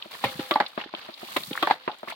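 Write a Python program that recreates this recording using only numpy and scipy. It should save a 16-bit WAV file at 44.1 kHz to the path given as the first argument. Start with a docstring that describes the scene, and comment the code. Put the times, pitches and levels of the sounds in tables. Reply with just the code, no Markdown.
"""Hydraulic ram pump, close by

Outdoors, close microphones: the pump beats about once a second. Its waste valve slams shut, the pressure wave
thumps back, the valve drops open and hammers two or three times on its stop, then knocks run along the drive pipe.
Each blow is a push, a coloured noise clatter and damped modes; the brass body rings on as fainter modes.
Sines make late rings after the blows; shaped noise and chirping grains make the spurting, splattering water."""
import sys
import numpy as np
from scipy import signal
from scipy.fft import rfft, irfft, next_fast_len
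from scipy.io import wavfile
from scipy.ndimage import map_coordinates

SR = 44100
rng = np.random.default_rng(int(sys.argv[2]) if len(sys.argv) > 2 else 0)


def wav_out(sig):
    """Save sig, one row per channel (or a flat mono array), as 16-bit PCM at SR to the path in sys.argv[1]."""
    wavfile.write(sys.argv[1], SR, np.round(np.clip(np.atleast_2d(sig).T, -1, 1) * 32767).astype(np.int16))


N = 94815


def amp(db):
    """Decibels to amplitude."""
    return 10 ** (np.asarray(db) / 20)


def unit(x):
    """Scale to an RMS of one."""
    return x / np.sqrt(np.mean(x ** 2) + 1e-20)


def along(points, hz):
    """Interpolate (frequency [Hz], value) points on a log frequency axis."""
    f, v = np.transpose(points)
    return np.interp(np.log(hz + 1), np.log(f + 1), v)


def filtered(x, response):
    """Multiply the spectrum of x by a complex response of frequency."""
    size = next_fast_len(x.shape[-1] + 4096, True)
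    spectrum = rfft(x, size) * response(np.fft.rfftfreq(size, 1 / SR))
    return irfft(spectrum, size)[..., :x.shape[-1]]


def coloured(x, points):
    """Pass x through a minimum-phase filter of unit energy with this spectrum."""
    size = 4096
    cepstrum = irfft(np.log(amp(along(points, np.fft.rfftfreq(size, 1 / SR)))))
    # folding the cepstrum forward makes the filter causal
    cepstrum[1:size // 2] *= 2
    cepstrum[size // 2 + 1:] = 0
    h = irfft(np.exp(rfft(cepstrum)))
    return signal.fftconvolve(x, h[None] / np.linalg.norm(h), axes=1)[:, :x.shape[1]]


# likeness of the two microphone channels: (frequency [Hz], correlation [-1 to 1])
CHANNEL_LIKENESS = [(100, 0.98), (300, 0.82), (600, 0.62), (1000, 0.48), (2000, 0.13), (4000, -0.12),
                    (12000, 0.03)]


def noise(size):
    """White stereo noise, alike in the bass and nearly unrelated in the treble."""
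    def mid_side(hz):
        angle = np.arccos(np.clip(along(CHANNEL_LIKENESS, hz), -1, 1)) / 2
        return np.array([np.cos(angle), np.sin(angle)])

    mid, side = filtered(rng.standard_normal((2, size)), mid_side)
    return np.array([mid + side, mid - side])


def wobble(rate, size=N):
    """A smooth random curve with this many knots a second."""
    knots = rng.standard_normal(int(size * rate / SR) + 4)
    return map_coordinates(knots, [np.arange(size) * rate / SR])


def swell(t, rise, t60):
    """A rounded rise, then an exponential fall of 60 dB in t60 seconds."""
    attack = np.sin(np.pi / 2 * np.clip(t / max(rise, 1e-5), 0, 1)) ** 2
    return attack * np.exp(-np.log(1000) * np.maximum(t - rise, 0) / t60)


def ring(t, modes, rise, pitch=1):
    """Sum damped modes, each a little different in level from blow to blow."""
    total = 0
    for hz, db, t60 in modes:
        level = amp(db + rng.normal(0, 1))
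        total = total + level * swell(t, rise, t60) * np.sin(2 * np.pi * hz * pitch * t)
    return total


def add(out, s, x):
    """Mix x in at time s."""
    i = max(round(s * SR), 0)
    out[:, i:i + x.shape[-1]] += x[..., :max(N - i, 0)]


TAIL_T60_S, TAIL_GRAIN_DB = 0.17, 4  # water rattling on after a blow
PUSH_SOFT_HZ = 1530  # the water cushions each push above this


def blows(rows, colour, modes, push_db, tail_db, ring_rise_s, right_lag_ms, right_db):
    """Each blow is one cushioned push, a clatter with a watery tail, and a ring of damped modes."""
    out, t = np.zeros((2, N)), np.arange(SR // 3) / SR
    for s, db, rise, t60, ring_db, lag, pitch in rows:
        tail = amp(tail_db + TAIL_GRAIN_DB * wobble(391, len(t))) * swell(t, rise, TAIL_T60_S)
        clatter = noise(len(t)) * (swell(t, rise, t60) + tail)
        push = np.zeros((2, len(t)))
        push[:, round(rise * SR / 2)] = -amp(push_db)
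        push = filtered(push, lambda hz: 1 / (1 + 1j * hz / PUSH_SOFT_HZ) ** 2)
        direct = amp(db) * coloured(push, colour)
        direct = direct + amp(ring_db) * ring(t - lag, modes, ring_rise_s, pitch)
        # the right channel hears push and ring later (earlier where negative)
        delay_s = np.array([[0], [right_lag_ms / 1000]])
        direct = filtered(direct, lambda hz: np.exp(-2j * np.pi * hz * delay_s))
        add(out, s, direct + amp(db - 3) * coloured(clatter, colour))
    return out * amp([[-right_db / 2], [right_db / 2]])


# the waste valve shutting: (time [s], blow level [dB], rise [s], clatter t60 [s], ring level [dB],
# ring lag [s], ring pitch [ratio])
VALVE_SLAMS = [(.2388, -18, .004, .068, -14, .0005, 1), (1.3612, -16, .0065, .04, -18.5, .0015, 1.239)]
# its clatter: (frequency [Hz], relative level [dB])
SLAM_SPECTRUM = [(35, -55), (60, -24), (268, -1), (417, -6), (1200, -4), (1500, -11), (2250, -1.5),
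                 (2840, -9), (3670, -4.5), (5860, -30), (16000, -26)]
# its ring: (frequency [Hz], level [dB], t60 [s])
SLAM_RING = [(255, -9.5, .05), (480, -11, .05), (832, 0, .048), (940, -3, .028), (1850, -11, .05)]


def slams():
    """The waste valve slams shut: a push, a clatter and short damped modes."""
    return blows(VALVE_SLAMS, SLAM_SPECTRUM, SLAM_RING, push_db=11, tail_db=-14,
                 ring_rise_s=0.0018, right_lag_ms=0.066, right_db=0.4)


# the pressure wave coming back: (time [s], blow level [dB], rise [s], clatter t60 [s], ring level [dB],
# ring lag [s], ring pitch [ratio])
RETURN_THUMPS = [(.391, -28.5, 0.005, .05, -20.5, 0.00055, 0.99),
                 (1.508, -35, .004, 0.065, -21.5, 0.0006, 0.94)]
# its clatter: (frequency [Hz], relative level [dB])
THUMP_SPECTRUM = [(40, -29), (100, -10), (450, 0), (700, -15), (4000, -10), (6000, -38)]
# its ring: (frequency [Hz], level [dB], t60 [s])
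THUMP_RING = [(170, -8, .04), (318, 1.5, 0.025), (470, -4, 0.021)]


def thumps():
    """The pressure wave thumps back: a heavy push and low modes."""
    return blows(RETURN_THUMPS, THUMP_SPECTRUM, THUMP_RING, push_db=19, tail_db=-12,
                 ring_rise_s=0.0042, right_lag_ms=-0.042, right_db=1.0)


# the valve dropping open: (time [s], blow level [dB], rise [s], clatter t60 [s], ring level [dB],
# ring lag [s], ring pitch [ratio])
VALVE_RELEASES = [(.5092, -12.5, .0015, 0.028, -19, .004, 1),
                  (1.6258, -11.5, .001, 0.026, -20, 0.003, 0.99)]
# its clatter: (frequency [Hz], relative level [dB])
RELEASE_SPECTRUM = [(47, -43), (80, -23), (718, -1.5), (1250, -2.5), (2660, -9), (3470, -3.5),
                    (5280, -27.5), (7000, -34), (13000, -34), (16000, -23)]
# its ring: (frequency [Hz], level [dB], t60 [s])
RELEASE_RING = [(333, -1.5, .055), (598, -8, 0.15), (1164, 0.5, 0.1), (1336, -10, .08), (1975, -7.5, 0.06),
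                (3260, -8, 0.044)]


def releases():
    """The valve drops open: a lighter push, a clatter and longer modes."""
    return blows(VALVE_RELEASES, RELEASE_SPECTRUM, RELEASE_RING, push_db=7, tail_db=-14,
                 ring_rise_s=0.0033, right_lag_ms=-0.065, right_db=-0.5)


# the valve hitting its stop: (time [s], blow level [dB], rise [s], clatter t60 [s], ring level [dB],
# ring lag [s], ring pitch [ratio])
STOP_BLOWS = [(.5563, -19, .001, .04, -6, 0.00175, 1.014),
              (1.6712, -17, 0.00203, .038, -12.5, 0.0011, 1.06),
              (.6006, -10.5, .002, .032, -9.5, 0.00553, .99),
              (1.6998, -19.5, 0.0011, .04, -24, 0.0011, 1.1), (1.7079, -11.5, .0015, .032, -8, .0005, 1.01)]
# its clatter: (frequency [Hz], relative level [dB])
STOP_SPECTRUM = [(40, -31.5), (200, -9), (450, -7), (700, 1), (1300, -5), (2000, -2.5), (2700, -16),
                 (4300, -13.5), (5600, -36.5), (15000, -48)]
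# its ring: (frequency [Hz], level [dB], t60 [s])
STOP_RING = [(293, -19, 0.044), (670, -13.5, 0.025), (845.6, 0, .026), (933, -13.5, .025)]


def stops():
    """The valve hammers on its stop, which answers with very short modes."""
    return blows(STOP_BLOWS, STOP_SPECTRUM, STOP_RING, push_db=15.5, tail_db=-15,
                 ring_rise_s=.0025, right_lag_ms=0.084, right_db=0.7)


# knocks in the drive pipe: (time [s], blow level [dB], rise [s], clatter t60 [s], ring level [dB],
# ring lag [s], ring pitch [ratio])
PIPE_KNOCKS = [(.056, -51, .001, 0.045, -42.5, .001, 0.95),
               (.7768, -22.5, 0.00047, .046, -35, 0.00057, 0.96),
               (.938, -30, 0.00052, .04, -35, 0.00057, 0.95),
               (1.0875, -41, .001, 0.072, -36.5, 0.00094, 0.99), (1.229, -40, .001, 0.03, -37, 0.00089, 1),
               (1.8764, -19, .0012, .032, -29.5, 0.00052, 1.02),
               (2.0305, -36, .0005, 0.051, -36, 0.00053, 0.97),
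               (2.0755, -38, 0.00043, 0.047, -40, .003, 1.04)]
# their clatter: (frequency [Hz], relative level [dB])
KNOCK_SPECTRUM = [(40, -34), (150, -15), (280, -5), (650, 0), (1150, .5), (1700, -8), (3000, -13),
                  (4400, -23), (5500, -46), (15000, -58)]
# their ring: (frequency [Hz], level [dB], t60 [s])
KNOCK_RING = [(240.6, 0, 0.051), (346, 1, 0.06), (633, 7.5, 0.028)]


def knocks():
    """Knocks run up and down the drive pipe: heavy pushes and short modes."""
    return blows(PIPE_KNOCKS, KNOCK_SPECTRUM, KNOCK_RING, push_db=19.5, tail_db=-11,
                 ring_rise_s=.0015, right_lag_ms=0.39, right_db=-1.0)


# the brass body's modes: (frequency [Hz], level [dB], t60 [s])
BRASS_MODES = [(514, -5, .6), (806, -1.5, .33), (1310, -11, .22)]
# what sets it ringing: (time [s], level [dB])
BRASS_STRIKES = [(.241, -35), (.392, -36.5), (1.51, -42), (1.709, -46.5)]
BODY_SAG, BODY_SAG_S = .05, .025  # its ring starts sharp by this share and settles with this time constant


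def body():
    """The brass housing sings faintly after the blows, its modes sagging a little in pitch."""
    out, t = np.zeros((2, N)), np.arange(SR // 2) / SR
    sagging = t + BODY_SAG * BODY_SAG_S * (1 - np.exp(-t / BODY_SAG_S))
    for s, db in BRASS_STRIKES:
        add(out, s, amp(db) * ring(sagging, BRASS_MODES, 0.0065))
    return out


# single rings after the blows: (time [s], level [dB], frequency [Hz], t60 [s])
LATE_RINGS = [(.249, -31.5, 548, .2), (.255, -33.5, 2150, .15), (.564, -30, 1170, .1),
              (.568, -27, 781, .18), (.811, -38, 830, .18), (1.683, -27, 900, .15),
              (1.891, -31.5, 850, .11)]
LATE_RING_RISE_S, LATE_RING_ROUGH, LATE_RING_FLUTTER_PER_S = .007, .6, 260


def late_rings():
    """Rough single rings swell after the blows, sines unsteady in pitch and level."""
    out, t = np.zeros((2, N)), np.arange(SR // 5) / SR
    for s, db, hz, t60 in LATE_RINGS:
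        drift = np.array([wobble(LATE_RING_FLUTTER_PER_S, len(t)) for ear in range(2)])
        phase = 2 * np.pi * hz * t + LATE_RING_ROUGH * drift
        flutter = np.exp(LATE_RING_ROUGH * wobble(LATE_RING_FLUTTER_PER_S, len(t)) / 2)
        add(out, s, amp(db) * flutter * swell(t, LATE_RING_RISE_S, t60) * np.sin(phase))
    return out


DROPS_DRAWN_PER_S, DROP_HZ, DROP_SPREAD, DROP_CYCLES, DROP_SCATTER_DB = 1500, 2600, .5, 9.5, 3.8
DROP_CLUMPING, CLUMPS_PER_S = .6, 120


def droplets():
    """A dense patter of tiny drops and bubbles, short chirps in clumps, scattered left and right."""
    count = int(DROPS_DRAWN_PER_S * N / SR)
    out, t = np.zeros((2, N)), np.arange(SR // 50) / SR
    landed = np.cumsum(np.exp(DROP_CLUMPING * wobble(CLUMPS_PER_S)))
    for when, size, pitch, side in rng.random((count, 4)):
        hz = DROP_HZ * np.exp(DROP_SPREAD * np.log(pitch / (1 - pitch)))
        if 950 < hz < 4800:  # other draws stay silent
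            ear_delay_s = np.array([[side], [1 - side]]) * 0.00048
            cycles = np.maximum(t - ear_delay_s, 0) * hz
            grain = np.sin(2 * np.pi * cycles * (1 + 0.002 * cycles)) * np.exp(-3 * cycles / DROP_CYCLES)
            level = amp(-DROP_SCATTER_DB * np.log(size + 0.02))
            add(out, np.searchsorted(landed, when * landed[-1]) / SR, level * grain)
    return unit(out)


# the spurting water: (time [s], fine hiss level [dB], splashing level [dB])
SPURT_LEVELS = [(0, -58, -49), (.105, -59.5, -51), (.113, -48, -42), (.21, -49, -47.5), (.245, -48, -35),
                (.32, -44.5, -41.5), (.35, -50, -48), (.41, -45.5, -40), (.49, -47.5, -46), (.55, -51, -43),
                (.62, -63, -44), (.75, -59.5, -53.5), (.8, -59, -42), (.87, -74, -48), (.91, -74, -53),
                (.99, -58.5, -43.5), (1.14, -60.5, -51), (1.19, -53, -46.5), (1.35, -41.5, -44),
                (1.49, -43, -51), (1.6, -47.5, -41), (1.73, -52, -38.5), (1.78, -64, -54.5),
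                (1.92, -63.5, -47.5), (1.98, -63.5, -55), (2.055, -62.5, -52.5), (2.1, -48.5, -42),
                (2.15, -65.5, -50.5)]
# spectra of the splashing and the hiss: (frequency [Hz], relative level [dB])
SPLASH_SPECTRUM = [(40, -47), (170, -8), (420, -7.5), (620, -2.5), (1000, -2), (1500, -9), (2600, -3.5),
                   (3500, 1), (4400, -1), (5500, -17), (8000, -35.5)]
HISS_SPECTRUM = [(2000, -20), (3400, 11.5), (4400, 11), (5800, 3.5), (15300, 5)]
WASH_DB, DROPS_DB = -.5, -1.5  # the two parts of the splashing


def spray():
    """The spurt fans out as flickering noise and splashes down as noise mixed with drops."""
    s, *levels = np.transpose(SPURT_LEVELS)
    hiss_db, splash_db = [np.interp(np.arange(N) / SR, s, level) for level in levels]
    hiss_flicker = amp(3.4 * np.array([wobble(260), wobble(260)]))
    hiss = unit(coloured(noise(N) * hiss_flicker, HISS_SPECTRUM))
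    wash_flicker = amp(2.75 * np.array([wobble(200), wobble(200)]))
    wash = unit(coloured(noise(N), SPLASH_SPECTRUM) * wash_flicker)
    splash = amp(WASH_DB) * wash + amp(DROPS_DB) * droplets()
    return amp(hiss_db) * hiss + amp(splash_db) * splash


# single splats of water: (time [s], level [dB], centre frequency [Hz])
WATER_SPLATS = [(.0238, -29.5, 3320), (.438, -36, 1300), (0.5382, -26, 4300), (.641, -32, 1100),
                (0.6629, -26.5, 4000), (.802, -32.5, 2100), (0.813, -30, 2840), (.839, -34.5, 1600),
                (0.9488, -27, 3150), (.86, -38, 330), (1.1396, -32.5, 4640), (1.4344, -29, 3940),
                (1.5305, -25.5, 2980), (1.5535, -26, 1300), (1.5759, -21.5, 1550), (1.9155, -34, 3600),
                (2.0745, -29, 1050), (2.0837, -29.5, 2000), (2.101, -30, 1190), (2.114, -31, 2120),
                (2.123, -29, 770), (2.126, -35.5, 3230)]
SPLAT_RISE_S, SPLAT_T60_S, SPLAT_OCTAVES, SPLAT_TOP_HZ = .0008, 0.027, 0.38, 4810


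def splats():
    """Lumps of water hit the boards and puddles, each a short noise burst around one pitch."""
    out, t = np.zeros((2, N)), np.arange(SR // 12) / SR
    for s, db, centre in WATER_SPLATS:
        def band(hz):
            octaves_off = np.log2((hz + 1) / centre)
            bell = 1 / (1 + (octaves_off / SPLAT_OCTAVES) ** 2 / 2) ** 2
            return bell / (1 + (hz / SPLAT_TOP_HZ) ** 20)

        burst = unit(filtered(noise(len(t)), band))
        add(out, s, amp(db) * burst * swell(t, SPLAT_RISE_S, SPLAT_T60_S))
    return out


# fine drops that tick close by: (time [s], level [dB])
DROP_TICKS = [(.321, -45), (.681, -49), (1.985, -53), (2.101, -41)]


def ticks():
    """Drops landing nearby click as brief bright noise."""
    out, t = np.zeros((2, N)), np.arange(SR // 12) / SR
    bright = [(1500, -24), (4500, 1), (9000, 4), (15000, -8)]  # (frequency [Hz], relative level [dB])
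    for s, db in DROP_TICKS:
        add(out, s, amp(db) * coloured(noise(len(t)), bright) * swell(t, rise=0.0012, t60=0.034))
    return out


# the water column rumbling behind the shut valve: (time [s], level [dB])
COLUMN_RUMBLES = [(.243, -34), (.345, -43), (1.366, -44), (1.465, -47)]
# its spectrum: (frequency [Hz], relative level [dB])
RUMBLE_SPECTRUM = [(30, -40), (65, -20), (95, -1), (180, -4), (300, -14), (1200, -65)]


def rumbles():
    """The stopped water column shudders as swells of low noise."""
    out, t = np.zeros((2, N)), np.arange(SR // 3) / SR
    for s, db in COLUMN_RUMBLES:
        shudder = unit(coloured(noise(len(t)), RUMBLE_SPECTRUM))
        add(out, s, amp(db) * shudder * swell(t, rise=.015, t60=.16))
    return out


def scene():
    """The pump and its water, in the open air."""
    pump = slams() + thumps() + releases() + stops() + knocks() + body() + late_rings()
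    water = spray() + splats() + ticks() + rumbles()
    return pump + water


LOW_CUT_HZ, TOP_HZ = 70, 16100


def record(dry):
    """The microphone sheds the deep bass and keeps nothing above its band limit."""
    return filtered(dry, lambda hz: (1j * hz / (LOW_CUT_HZ + 1j * hz)) ** 2 * (hz < TOP_HZ))


dry = scene()
out = record(dry)
wav_out(out)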